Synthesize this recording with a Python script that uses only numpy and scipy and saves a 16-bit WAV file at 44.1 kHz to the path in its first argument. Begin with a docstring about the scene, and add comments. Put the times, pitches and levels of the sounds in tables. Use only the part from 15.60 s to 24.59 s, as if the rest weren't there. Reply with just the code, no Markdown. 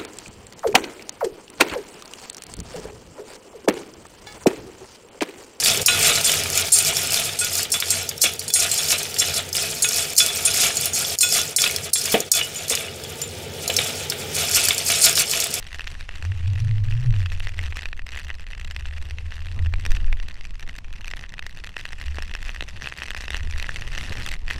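"""A ski slope in falling snow: a small camera in a plastic housing rides down it on a pole.
Shaped noise makes the wind that buffets the housing; a wobbling band of noise moans around the pole.
Snow grains tick on the plastic, each a push and a few dying modes; a few low thuds are pushes too.
Behind them, flickering treble noise is the fine hiss of powder and of the skis."""
import sys
import numpy as np
from scipy import signal
from scipy.io import wavfile
from scipy.ndimage import uniform_filter1d

SR = 44100
rng = np.random.default_rng(int(sys.argv[2]) if len(sys.argv) > 2 else 0)


def int16_out(signal):
    """Quantize to a 16-bit WAV file."""
    q = np.round(np.clip(np.atleast_2d(signal).T, -1, 1) * 32767)
    wavfile.write(sys.argv[1], SR, q.astype(np.int16))


def convert_level_to_amplitude(level_db):
    """Map a level in decibels to its linear amplitude factor."""
    exponent = np.asarray(level_db, float) / 20
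    return 10 ** exponent


N = 396459  # samples

# Share of the upper shell mode, by chance of the spot struck; ticks() limits it
UPPER_DB, UPPER_SPREAD_DB = -8, 12


def buffeting(t):
    """Slow pressure lumps of eddies that roll over the housing, and the roar of the smaller ones."""
    # Course of the wind at the housing: t/s, buffeting level/dB, roar level/dB
    wind = [(0.0, -32, -51.5), (0.8, -31, -46), (1.52, -19.5, -46.5), (2.45, -32.5, -50), (3.9, -30, -51.5),
            (3.98, -27.5, -38), (4.06, -21, -49), (4.33, -17.5, -38), (4.46, -14.5, -45.5),
            (4.78, -30, -49.5), (6.28, -34.5, -49), (6.91, -27.5, -46), (7.36, -40, -47), (7.8, -25, -46),
            (8.3, -28, -40), (8.56, -28.5, -35), (8.84, -23, -46.5), (8.99, -35, -41)]
    # Spectrum of the slow lumps, before levelling: f/Hz, level/dB
    lump_spectrum = [(4, 1.5), (10, 3.5), (28, -1), (50, -17), (90, -18.5), (160, -62), (400, -119)]
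    # Spectrum of the roar, before levelling: f/Hz, level/dB
    roar_spectrum = [(40, -38), (70, 11), (190, -4.5), (300, -13.5), (600, -19), (1200, -20), (3000, -87)]
    level_db, roar_db = curve(wind, t)
    lumps = convert_level_to_amplitude(level_db) * noise(lump_spectrum, size=4096, patchy_db=0.4, flicker_db=0.4)
    roar = convert_level_to_amplitude(roar_db) * noise(roar_spectrum, size=1024, patchy_db=0.5, flicker_db=4.0)
    return lumps + roar


def moan(t):
    """Vortices shed unsteadily from the pole: a band of noise that rides on the air speed."""
    # Course of the moan: t/s, level/dB, centre f/Hz
    course = [(0.0, -51, 75.35), (0.57, -42.5, 75.2), (0.7, -24, 88.4), (0.8, -23.5, 91),
              (1.08, -17, 108.9), (1.22, -24.5, 99.1), (1.45, -20.5, 127.9), (1.6, -22.5, 97.2),
              (1.88, -32.5, 84.7), (2.05, -26, 76.4), (2.3, -46, 70.3), (2.6, -31.5, 64.5), (2.85, -51, 69),
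              (3.0, -34.5, 65.5), (3.5, -32, 73), (3.9, -32.5, 79), (4.02, -18.5, 88), (4.2, -29.5, 80.2),
              (4.7, -52.5, 69.2), (6.3, -45, 60), (6.45, -34, 60.56), (6.6, -29.5, 69), (6.8, -46, 56),
              (7.5, -43, 60), (7.93, -28.5, 73.7), (8.1, -42.5, 69), (8.99, -40.5, 68.2)]
    level_db, hz = curve(course, t)
    width_hz, skirt_db = 21, -8  # width of each smoothing stage; skirt against core
    r = np.exp(-np.pi * width_hz / SR)
    wobble = rng.standard_normal(N) + 1j * rng.standard_normal(N)
    stages = []
    for _ in range(3):
        wobble = signal.lfilter([1 - r], [1, -r], wobble)
        stages.append(wobble / np.std(wobble))
    core, skirt = stages[2], stages[1]  # the skirt is wider and more ragged
    wobble = core + convert_level_to_amplitude(skirt_db) * skirt
    carrier = np.exp(2j * np.pi * np.cumsum(hz) / SR)
    return convert_level_to_amplitude(level_db) * evened((wobble * carrier).real)


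def large_grains():
    """Single grains heavy enough to be heard one by one."""
    # Grains on the plastic: t/s, shell ring peak level/dB, bright ring level/dB against that peak
    grains = [(0.1292, -24, 1), (0.1454, -19.5, -5), (0.1945, -19, -6), (0.2073, -19, -13),
              (0.2726, -15, -3.5), (0.2775, -24, 2.5), (0.4088, -24, -4), (0.491, -18.5, -11),
              (0.6248, -20.5, -6.5), (0.651, -23.5, -3.5), (0.7192, -24.5, -14), (0.9585, -24.5, -22),
              (1.1117, -27, -4), (1.182, -26.5, -10), (1.3237, -24, -11), (1.54, -25.5, -15),
              (1.618, -26, -16), (1.66, -19.5, -5), (1.7196, -22.5, -7), (1.8033, -19, -10),
              (1.8711, -16.5, -7), (1.8921, -25, -4), (1.991, -13.5, -12), (2.1246, -20, -29),
              (2.17, -19.5, -6), (2.183, -24, -12), (2.191, -20, -11), (2.232, -21.5, -7),
              (2.2564, -15.5, -6), (2.3296, -18.5, -17), (2.3934, -21.5, -15), (2.467, -24, -6),
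              (2.49, -23, -5), (2.5326, -28, -25), (2.5474, -24, -25), (2.5612, -21, -20),
              (2.575, -21, -16), (2.589, -23.5, -21), (2.6935, -23, -18), (2.7027, -15.5, -14),
              (2.7114, -25.5, -25), (2.8672, -27, -4), (2.9329, -21.5, -17), (2.977, -31, -7),
              (2.9966, -26, -9), (3.0134, -26, -7), (3.0497, -25.5, -7), (3.1108, -22, -4),
              (3.1639, -18, -3), (3.2554, -23.5, -22), (3.2842, -34, -3), (3.31, -28.5, -11),
              (3.381, -27, -9), (3.425, -38, 7), (3.509, -22, -5), (3.585, -21.5, -11), (3.7216, -24.5, -9),
              (3.7806, -32, -9), (3.8691, -27, -4), (3.991, -24, -10), (4.061, -24.5, -8.5),
              (4.1386, -16.5, -12.5), (4.1973, -28.5, -6), (4.2524, -17.5, -8), (4.263, -17.5, -2.5),
              (4.3066, -21.5, 0), (4.318, -21, 0), (4.3492, -27, -8), (4.3686, -21, -20),
              (4.481, -30.5, -12), (4.528, -15.5, -13), (4.6, -24.5, -4.5), (4.685, -27.5, 2),
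              (4.7105, -27.5, -8), (4.81, -26, -3), (4.8521, -25, -7), (5.027, -27, -8), (5.0766, -28, -6),
              (5.0938, -22, -12), (5.1863, -24, -9), (5.445, -21, -7), (5.48, -19.5, -7),
              (5.5132, -21.5, -5.5), (5.5365, -16.5, -14), (5.6389, -20.5, -26), (5.693, -35.5, 5.5),
              (5.7219, -37, -2), (5.7396, -24, -8), (5.781, -24, -17), (5.793, -17, -5.5),
              (5.825, -22.5, -10), (5.8652, -21.5, -4), (6.039, -25, -5), (6.044, -23, -4),
              (6.0719, -26, -2), (6.092, -26, -5), (6.167, -15, -8.5), (6.195, -25.5, -19),
              (6.2537, -15.5, -9), (6.331, -20.5, -9), (6.4134, -20.5, -8), (6.482, -24, -9),
              (6.5708, -24, -16), (6.588, -23, -22), (6.6231, -19, -6.5), (6.7385, -21, -4),
              (6.7512, -17.5, -6), (6.8282, -23.5, -2), (6.893, -15.5, -20), (6.9471, -24, -10),
              (6.962, -21.5, -12), (7.008, -15.5, -5.5), (7.024, -19.5, -5), (7.2094, -35, -2),
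              (7.2214, -22, -1), (7.243, -24, -13), (7.2587, -19.5, -16), (7.2723, -15, -14),
              (7.3236, -17, -22), (7.3851, -22, -12), (7.42, -15, -20), (7.434, -23, -16),
              (7.4604, -25.5, -10), (7.4832, -20.5, -9), (7.5057, -15.5, -3.5), (7.5478, -17, -5.5),
              (7.5653, -21.5, -14), (7.6813, -18, -11), (7.7047, -17.5, -6), (7.7329, -21.5, -2.5),
              (7.745, -12, -13), (7.756, -20, -12), (7.7677, -21.5, 0), (7.807, -24, -10),
              (7.9986, -16.5, -4.5), (8.026, -18.5, -0.5), (8.0434, -19, -19), (8.092, -14, -12),
              (8.16, -17.5, -3.5), (8.221, -18.5, -4), (8.3507, -18.5, -6), (8.378, -17.5, -5),
              (8.385, -18, -4), (8.411, -19, -3), (8.4953, -30, 6), (8.5232, -19, -12), (8.6, -39.5, 1),
              (8.6627, -20.5, 3), (8.6886, -19, 1), (8.716, -20, -4), (8.739, -17.5, -4.5),
              (8.8807, -17.5, -9), (8.9029, -15.5, -4.5), (8.9093, -10.5, -10), (8.934, -28.5, 4),
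              (8.961, -27.5, 4)]
    s, peak_db, bright_db = np.transpose(grains)
    upper_db = UPPER_DB + UPPER_SPREAD_DB * rng.random(len(s))
    return ticks(np.transpose([s, peak_db, upper_db, bright_db]))


def small_grains(t, stream_db, count, top_db, spread_db, crowding):
    """Random fine grains that come thicker and harder when the stream is strong; none grows large."""
    s, size, a, b = rng.random((count, 4)).T
    arrived = np.cumsum(convert_level_to_amplitude(crowding * stream_db))
    s = np.interp(s, arrived / arrived[-1], t)
    size_db = spread_db * np.log(size ** 1.34 * 0.74 + 0.047)
    peak_db = 0.6 * np.interp(s, t, stream_db) + top_db + size_db
    upper_db = UPPER_DB + UPPER_SPREAD_DB * a
    bright_db = -11 + 13 * b
    return ticks(np.transpose([s, peak_db, upper_db, bright_db]))


def ticks(rows):
    """The blow rings the shell modes; the grain's crumbs rattle the bright ones for a moment longer."""
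    # Two shell modes of the housing, nominal: f/Hz, level/dB, 60 dB decay/s
    shell_modes = [(1918, 0.5, 0.0079), (2573, -1.5, 0.0088)]
    # Bright modes of the housing, nominal: f/Hz, level/dB, 60 dB decay/s
    bright_modes = [(3634, 4, 0.0079), (4430, 13, 0.003), (5640, 6, 0.0067), (7370, -1.5, 0.0062),
                    (10850, -19, 0.0099), (13500, -27, 0.0055)]
    peak_db, upper_db, bright_db = (c[:, None] for c in np.transpose(rows)[1:])
    draws = rng.standard_normal((len(rows), 240))
    chance, crumbs = np.clip(draws[:, :40], -1.6, 1.6), draws[:, 40:]
    t = np.arange(600) / SR

    upper = np.clip(convert_level_to_amplitude(upper_db), 0.3, 0.8)
    shell = rings(shell_modes, [np.sqrt(1 - upper ** 2), upper], t, chance)
    rise_s = 0.00021 * convert_level_to_amplitude(1.8 * chance[:, [6]])  # the blow's rise time varies by chance
    shell *= 1 - np.exp(-(t / rise_s) ** 2)
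    shell /= abs(shell).max(axis=1, keepdims=True)

    crumb_decay_s = 0.00055 * convert_level_to_amplitude(4.5 * chance[:, [7]])
    crumbs = crumbs * np.exp(-t[:200] / crumb_decay_s)
    # Hard grains reach the top modes, soft ones do not
    hardness_db = 4.5 * chance[:, [32]]  # per octave from 4500 Hz
    octaves = np.log2(np.transpose(bright_modes)[0] / 4500)[:, None, None]
    bright = rings(bright_modes, convert_level_to_amplitude(octaves * hardness_db), t, chance[:, 16:])
    bright = signal.fftconvolve(bright, crumbs, axes=1)[:, :len(t)]
    bright *= 1 - np.exp(-(t / 0.0001) ** 2)
    bright /= abs(bright).max(axis=1, keepdims=True)

    thud = convert_level_to_amplitude(3.0 * chance[:, [5]]) * push(t, width_s=0.00021)
    tick = thud - shell + convert_level_to_amplitude(bright_db) * bright
    return place(np.transpose(rows)[0], convert_level_to_amplitude(peak_db) * tick)


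def rings(modes, shares, t, chance):
    """Dying modes; each grain strikes another spot, so pitch and decay shift a little."""
    total = 0
    for k, (share, (hz, db, t60)) in enumerate(zip(shares, modes)):
        struck_t60 = t60 * convert_level_to_amplitude(np.minimum(4.0 * chance[:, [8 + k]], 1))
        struck_hz = hz * (1 + 0.062 * chance[:, [k]])
        total = total + share * convert_level_to_amplitude(db - 60 * t / struck_t60) * np.sin(2 * np.pi * struck_hz * t)
    return total


def push(t, width_s):
    """The shell is pushed in and springs back."""
    return (t / width_s - 1.2) * np.exp(-t / width_s) * (1 - np.exp(-(2 * t / width_s) ** 2))


def low_thuds(t):
    """Low thuds on the housing, each a push of the shell; two of them lie under ringing ticks."""
    # Low thuds: t/s, level of the push/dB, contact time/s
    thuds = [(3.97, -35, 0.0012), (6.5849, -3.5, 0.00025), (7.025, -12.5, 0.00055)]
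    s, db, contact_s = np.transpose(thuds)[:, :, None]
    return place(s[:, 0], convert_level_to_amplitude(db) * push(t[:1500], contact_s))


def stream(t):
    """Strength of the snow stream in dB: its slow course, broken into uneven flurries."""
    # Slow course of the snow stream, with a brief lull near the end: t/s, level/dB
    course = [(0.0, -55), (0.15, -48), (0.45, -50), (0.8, -53), (1.4, -52), (1.75, -49), (2.28, -48),
              (2.44, -56), (2.57, -46), (2.85, -54), (3.35, -51), (3.55, -55), (3.9, -52), (4.2, -55),
              (4.33, -46), (4.5, -55), (5.3, -53.5), (5.45, -50.5), (5.62, -50), (5.68, -61), (5.9, -55),
              (6.1, -51), (7.05, -48), (7.25, -45), (7.75, -44), (8.3, -47), (8.42, -42), (8.76, -43),
              (8.78, -59.5), (8.87, -58), (8.89, -45), (8.99, -46)]
    knots = np.arange(0, t[-1] + 1, 1 / 22)  # s; a new random strength at each
    flurry_db = 2.2 * np.interp(t, knots, rng.standard_normal(400)[:len(knots)])
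    return curve(course, t)[0] + flurry_db


def powder_hiss(t, stream_db):
    """Finest snow on the housing hisses with the stream; under it lies the steadier hiss of the skis."""
    # Spectrum of both hisses, before tilt and levelling: f/Hz, level/dB
    hiss_spectrum = [(150, -6), (400, -5), (1300, -5.5), (2180, -2.5), (2650, 0.5), (3540, -5.5),
                     (5800, -11), (11000, -22.5), (14500, -42), (16500, -79)]
    # Ski hiss, louder in the turns: t/s, level/dB
    skis = [(0.0, -53), (0.6, -51.5), (1.0, -52.5), (1.6, -52.5), (2.3, -63.5), (3.0, -62), (3.6, -53),
            (4.2, -56.5), (5.0, -60.5), (5.7, -62), (6.5, -57), (7.5, -59), (8.6, -49), (8.8, -59.5),
            (8.99, -48)]
    tilt_db = 0.25 * (stream_db - stream_db.mean())  # the treble rises and falls with the stream level
    dust = noise(hiss_spectrum, size=256, patchy_db=5.0, flicker_db=8.5, tilt_db=tilt_db)
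    ski_hiss = noise(hiss_spectrum, size=512, patchy_db=2.5, flicker_db=2.8, tilt_db=tilt_db)
    return convert_level_to_amplitude(stream_db - 7) * dust + convert_level_to_amplitude(curve(skis, t)[0]) * ski_hiss


def noise(spectrum, size, patchy_db, flicker_db, tilt_db=np.zeros(N)):
    """Random short-time spectra with drifting patches and a shared flicker, scaled to rms 1.
    The tilt (dB per octave above 2500 Hz) turns the treble."""
    hop = size // 4
    frames, hz = N // hop + 5, np.fft.rfftfreq(size, 1 / SR)
    a, b, patches = rng.standard_normal((frames, len(hz), 3)).T
    patches = uniform_filter1d(patches, size=4, axis=0)  # over frequency
    patches = evened(uniform_filter1d(patches, size=6, axis=1))  # over time
    flicker = evened(uniform_filter1d(rng.standard_normal(frames), size=3))
    f, db = np.transpose(spectrum)
    field_db = np.interp(np.log(hz + 1), np.log(f + 1), db)[:, None]
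    field_db = field_db + patchy_db * patches + flicker_db * flicker
    frame_tilt_db = tilt_db[np.minimum(np.arange(frames) * hop, N - 1)]
    field_db = field_db + np.log2(np.maximum(hz / 2500, 1))[:, None] * frame_tilt_db
    _, x = signal.istft((a + 1j * b) * convert_level_to_amplitude(field_db), nperseg=size, noverlap=size - hop)
    return evened(x[:N])


def evened(x):
    """Scales to rms 1."""
    return x / np.sqrt(np.mean(x ** 2) + 1e-20)


def curve(rows, t):
    """Reads each column of a table at times t."""
    s, *columns = np.transpose(rows)
    return [np.interp(t, s, c) for c in columns]


def place(s, sounds):
    """Lays short sounds on the timeline."""
    at = np.round(np.asarray(s) * SR).astype(int)[:, None] + np.arange(sounds.shape[1])
    return np.bincount(at.ravel(), sounds.ravel(), N + sounds.shape[1])[:N]


def scene():
    """Wind, grains, low thuds and powder hiss, all at the one microphone."""
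    t = np.arange(N) / SR
    wind = buffeting(t) + moan(t)
    stream_db = stream(t)
    hiss = powder_hiss(t, stream_db)
    fine = small_grains(t, stream_db, count=1900, top_db=3.5, spread_db=12, crowding=0.73)
    return (wind + large_grains() + fine + low_thuds(t) + hiss)[None]


def roll_off(x):
    """The treble ends steeply here."""
    return signal.sosfilt(signal.butter(12, 16430, fs=SR, output="sos"), x)


def record(dry):
    """The microphone path rounds the largest swings and rolls off the top treble."""
    rounded = np.tanh(1.1 * dry) / 1.1
    rolled = signal.sosfilt(signal.butter(8, 14300, fs=SR, output="sos"), rounded)
    return roll_off(rolled)


dry = scene()
out = record(dry)
int16_out(out)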